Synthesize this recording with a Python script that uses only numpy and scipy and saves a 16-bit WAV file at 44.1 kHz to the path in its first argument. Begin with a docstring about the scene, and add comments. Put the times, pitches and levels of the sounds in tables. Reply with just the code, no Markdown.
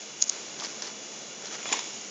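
"""Outdoors, close to a steel hand auger twisted into loose, stony soil, over a steady hiss.
Narrow tones colour the filtered noise of the hiss; bright resonances turn slips into ticks and creaks.
Random grains crunch as earth in two short turns, then scrape over grit in a longer one and knock a stone.
The digging force rings the modes of the shaft faintly; unsteady sines make its squeaks and thin singing."""
import sys
import numpy as np
from scipy import signal
from scipy.fft import rfft, irfft, next_fast_len
from scipy.io import wavfile

SR = 44100
rng = np.random.default_rng(int(sys.argv[2]) if len(sys.argv) > 2 else 0)


def output_pcm(signal):
    """Save a mono or channel-first signal as 16-bit PCM at the path in sys.argv[1].

    Samples are clipped to [-1, 1] before scaling.
    """
    pcm = np.clip(np.atleast_2d(signal).T, -1, 1) * 32767
    wavfile.write(sys.argv[1], SR, np.round(pcm).astype(np.int16))


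N = 92610
TIME = np.arange(N) / SR


def from_db(db):
    """Decibels to amplitude gain."""
    return 10 ** (np.asarray(db) / 20)


def rms_one(x):
    """Scale to rms 1."""
    return x / np.sqrt(np.mean(x ** 2) + 1e-20)


def level(rows):
    """Gain over time from (time_s, level_db) points, held before the first and after the last."""
    return from_db(np.interp(TIME, *np.transpose(rows)))


def colour(x, points):
    """Minimum-phase filter through (frequency_hz, gain_db) points, scaled to unit power gain."""
    size = 2 * next_fast_len(N)
    hz, db = np.transpose(points)
    bin_hz = np.arange(size // 2 + 1) * SR / size
    gain = rms_one(from_db(np.interp(np.log(bin_hz + 1), np.log(hz), db)))
    # folding the cepstrum onto positive time makes the filter causal
    cepstrum = irfft(np.log(gain))[:size // 2]
    cepstrum[1:] *= 2
    response = np.exp(rfft(cepstrum, size))
    return irfft(rfft(x, size) * response)[:N]


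def split(x, hz):
    """The parts below and above a frequency, which add up to the whole."""
    low = signal.sosfilt(signal.butter(1, hz, fs=SR, output="sos"), x)
    return low, x - low


def ring(x, hz, t60):
    """A two-pole resonance: a unit click sets a sine of height 1 ringing, down 60 dB after t60 seconds."""
    decay = from_db(-60 / (t60 * SR))  # per sample
    turn = 2 * np.pi * hz / SR  # radians per sample
    return signal.lfilter([0, np.sin(turn)], [1, -2 * decay * np.cos(turn), decay * decay], x + 1e-18)


def narrow_noise(hz, width_hz):
    """Noise in one narrow band, rms 1."""
    edges = [hz - width_hz / 2, hz + width_hz / 2]
    band = signal.butter(2, edges, "band", fs=SR, output="sos")
    return rms_one(signal.sosfilt(band, rng.standard_normal(N)))


def grains(per_s, spread_db):
    """Random clicks of either sign and uneven size, rms 1."""
    sizes = from_db(spread_db * np.minimum(rng.exponential(1, N), 4))
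    signs = rng.choice([-1, 1], N)
    struck = rng.random(N) < per_s / SR
    return rms_one(sizes * signs * struck)


def wander(per_s):
    """Random motion slower than a given rate, rms 1."""
    slow = signal.butter(2, per_s, fs=SR, output="sos")
    return rms_one(signal.sosfilt(slow, rng.standard_normal(N)))


def wavering(hz):
    """Unsteady contact makes a note of the steel waver in pitch; rms 1."""
    pitch_hz = hz + 6 * wander(60)
    return rms_one(np.sin(2 * np.pi * np.cumsum(pitch_hz) / SR))


def hiss():
    """Steady coloured noise with a few narrow tones; its bass and treble swell slightly."""
    # spectrum of the noise, relative: frequency_hz, density_db (per Hz)
    spectrum = [(35, -40.5), (65, -21.5), (122, -23), (141, -4), (183, -8), (360, 0.5), (500, 0),
                (975, -7.5), (1800, -12), (2300, -7), (2600, -10.5), (4300, -11), (7000, -4), (9100, -13.5),
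                (15400, -120)]
    # narrow tones, before the swells: pitch_hz, width_hz, level_db
    tone_bands = [(143.4, 7.9, -68.5), (212, 33.6, -56.5), (1424, 17, -64.5), (2864, 220, -57),
                  (3990, 18, -62), (6030, 21, -59.5), (6785, 140, -55.5)]
    # swell of the bass: time_s, gain_db
    bass_swell = [(.27, -3.5), (.38, 1), (.6, 1), (1.2, -0.5), (2.1, -1)]
    # swell of the treble: time_s, gain_db
    treble_swell = [(0, 4.2), (.18, 3.1), (.35, 5.3), (.55, 3.5), (.9, 2.7), (1.1, 4.2), (1.38, 2.2),
                    (1.8, 6.4), (2.1, 5.8)]
    noise_db, bass_below_hz, treble_above_hz = -42, 900, 4470
    tones = sum(from_db(db) * narrow_noise(hz, width) for hz, width, db in tone_bands)
    noise = from_db(noise_db) * colour(rng.standard_normal(N), spectrum)
    bass, rest = split(noise + tones, bass_below_hz)
    middle, treble = split(rest, treble_above_hz)
    return bass * level(bass_swell) + middle + treble * level(treble_swell)


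def ticks():
    """Single slips of the tool, and a fine creak around them, sound through the same bright resonance."""
    # sharp slips, before the resonance: start_s, level_db
    sharp_slips = [(0.213, -14.5), (0.2175, -13.5), (0.2203, 1.5), (0.2215, -9), (0.2239, 12),
                   (0.2395, -3.5), (.2936, -6), (0.2964, 7.5)]
    # fine creaking, before the resonance: time_s, level_db
    creak_level = [(.195, -62), (.207, -34.5), (.222, -32), (.234, -38), (.239, -32), (.25, -56.5),
                   (.275, -32.5), (.295, -41), (.31, -52.5)]
    # mostly one high resonance: frequency_hz, gain_db (relative)
    resonance = [(150, -50.5), (600, -35), (2000, -27.5), (3600, -17.5), (5100, -2.5), (6000, -3.5),
                 (6650, 7.5), (7700, -9.5)]
    creaking = (TIME > creak_level[0][0]) & (TIME < creak_level[-1][0])
    slips = creaking * level(creak_level) * grains(per_s=5500, spread_db=6.0)
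    for start_s, db in sharp_slips:
        slips[int(start_s * SR)] += from_db(db)
    return colour(slips, resonance)


def digging():
    """Grinding and cracks, clumpy in soft soil, then an even rasp on stone; both set the shaft ringing."""
    # blade grinding through soil, before the digging gain: time_s, level_db
    grind_level = [(0, -89.5), (.3, -47), (.335, -42), (.45, -48.5), (.58, -47), (.645, -36), (.68, -43),
                   (.79, -48.5), (.85, -38.5), (.89, -40), (.94, -57), (1.41, -55), (1.465, -40.5),
                   (1.5, -45.5), (1.545, -36), (1.575, -45.5), (1.645, -44.5), (1.668, -39), (1.71, -36.5),
                   (1.74, -32.5), (1.775, -34), (1.82, -42), (1.92, -45.5), (2.1, -57)]
    # colour of crumbling soil: frequency_hz, density_db (per Hz, relative)
    soil_colour = [(90, -56.5), (200, -12.5), (450, -7), (950, -3), (1850, -5), (2900, -7.5), (5000, -1),
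                   (6200, 0), (7200, -3)]
    # colour of steel on stone: frequency_hz, density_db (per Hz, relative)
    stone_colour = [(90, -42), (220, -1.5), (450, 4.5), (980, 6.5), (1500, 0), (2200, 4.5), (3350, 6.5),
                    (4400, 0.5), (5100, 4.5), (5650, 3.5), (6800, 5.5)]
    stone_from_s, stone_full_s = 1.47, 1.65
    clump_db, clumps_per_s = 2.4, 170  # how much the grains bunch in soft soil
    dig_db, stone_db, soil_on_shaft_db = 5, 1.5, -15.5  # soft soil drives the shaft only weakly
    stony = np.clip((TIME - stone_from_s) / (stone_full_s - stone_from_s), 0, 1)
    clumps = from_db(clump_db * (1 - stony) * wander(clumps_per_s))
    grinding = level(grind_level) * rms_one(grains(per_s=3000, spread_db=2) * clumps)
    force = from_db(dig_db) * (grinding + cracks())
    soil, stone = force * (1 - stony), force * stony
    contact = colour(soil, soil_colour) + from_db(stone_db) * colour(stone, stone_colour)
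    return contact + shaft(stone + from_db(soil_on_shaft_db) * soil)


def cracks():
    """Each crumb or stone snaps, then collapses in a dying shower of grains with a short ring of its own."""
    # crumbs and stones giving way, before the digging gain:
    # start_s, level_db, t60_s, ring_db (before halving), ring_pitch_hz
    collapses = [(0.5986, -29, .022, -2, 4800), (.6075, -30.5, .014, -5, 6400),
                 (0.622, -33.5, 0.024, 2, 1350), (.635, -28.5, .022, 2, 960),
                 (0.64, -32.5, 0.023, 2.5, 1710), (.6475, -27.5, 0.026, -2, 4860),
                 (.659, -33, .022, -2, 970), (0.8216, -34.5, 0.022, 11, 5540), (.872, -36.5, .018, 6, 5730),
                 (1.4228, -38.5, .025, 1, 2850), (1.437, -46.5, 0.05, 15, 500),
                 (1.457, -35.5, .02, 2, 5900), (1.511, -32.5, 0.011, 5, 5940),
                 (1.5342, -38, 0.016, 0.5, 707), (1.553, -38, 0.021, 5, 1880),
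                 (1.590, -35.5, 0.017, 1, 2220), (1.629, -37.5, .018, 0, 2250),
                 (1.6558, -30.5, 0.029, 2, 2250), (1.664, -36, .014, 0, 1890), (1.691, -30, .018, -6, 2180),
                 (1.7188, -26, 0.03, 3, 403), (1.726, -18, 0.033, -7.5, 2900),
                 (1.738, -27, 0.033, -0.5, 1000), (1.771, -33, .025, 0, 785),
                 (1.7915, -27, .02, -0.5, 6560)]
    bright_above_hz, hollow_cycles, snap_db = 1300, 9.6, 10
    shower = grains(16000, spread_db=-1.7)
    bright = split(shower, bright_above_hz)[1]
    out = np.zeros(N)
    for start_s, db, t60, hollow_db, hz in collapses:
        fall = from_db(-60 * np.maximum(TIME - start_s, 0) / t60)
        # the ring falls 60 dB in a fixed number of cycles
        hollow = .5 * rms_one(ring(shower, hz, hollow_cycles / hz))
        out += (TIME >= start_s) * from_db(db) * fall * (bright + from_db(hollow_db) * hollow)
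        out[int(start_s * SR)] += from_db(db + snap_db)
    return out


def shaft(force):
    """Each mode stores the energy of the grains that strike it and lets it die away."""
    # modes of the steel shaft: pitch_hz, gain_db (relative to the force), t60_s
    modes = [(988, -57.5, 0.2), (2205, -51.5, 0.41), (2270, -55.5, .25), (2710, -66, 0.9),
             (3530, -58.5, .25), (3795, -57, 0.22), (5126, -52, .55), (5593, -64, .9), (6976, -53, .2)]
    out = 0
    for hz, db, t60 in modes:
        # energy falls as amplitude squared, hence 120
        energy = signal.lfilter([.5], [1, -from_db(-120 / (t60 * SR))], force ** 2)
        out = out + from_db(db) * np.sqrt(energy) * wavering(hz)
    return out


def squeaks():
    """Brief high squeals as the blade slips off grit, each an unsteady sine in a bell-shaped swell."""
    # squeals: centre_s, half_length_s (to 1/e of the peak), pitch_hz, level_db
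    squeals = [(1.4745, 0.0054, 4140, -40), (1.632, 0.0032, 6950, -38), (1.673, 0.016, 6990, -39.5),
               (1.73, 0.0046, 6994, -21.5)]
    out = 0
    for centre_s, half_length_s, hz, db in squeals:
        swell = np.exp(-((TIME - centre_s) / half_length_s) ** 2)
        out = out + from_db(db) * swell * wavering(hz)
    return out


def singing():
    """Friction keeps one mode singing: a thin metallic note, very faint until it swells on the stone."""
    # the sung note: time_s, level_db
    note_level = [(1.47, -56), (1.512, -50), (1.55, -59), (1.655, -51), (1.675, -36.5), (1.70, -52),
                  (1.735, -37.5), (1.78, -48.5), (1.845, -47), (1.95, -68)]
    return level(note_level) * wavering(3424)


def scene():
    """The auger close by, in the open air."""
    return (hiss() + ticks() + digging() + squeaks() + singing())[None]


def record(dry):
    """A narrow-band microphone with a steep top edge; a little treble leaks past, up to a second edge."""
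    mic_top_hz, mic_stop_db = 7060, 56
    leak_above_hz, leak_db, cutoff_hz = 7690, -28, 9100
    mic_edge = signal.ellip(6, 1, mic_stop_db, mic_top_hz, fs=SR, output="sos")
    leak_edge = signal.butter(4, leak_above_hz, "high", fs=SR, output="sos")
    final_edge = signal.ellip(10, .5, 70, cutoff_hz, fs=SR, output="sos")
    mic = signal.sosfilt(mic_edge, dry)
    leak = from_db(leak_db) * signal.sosfilt(leak_edge, dry)
    return signal.sosfilt(final_edge, mic + leak)


dry = scene()
out = record(dry)
output_pcm(out)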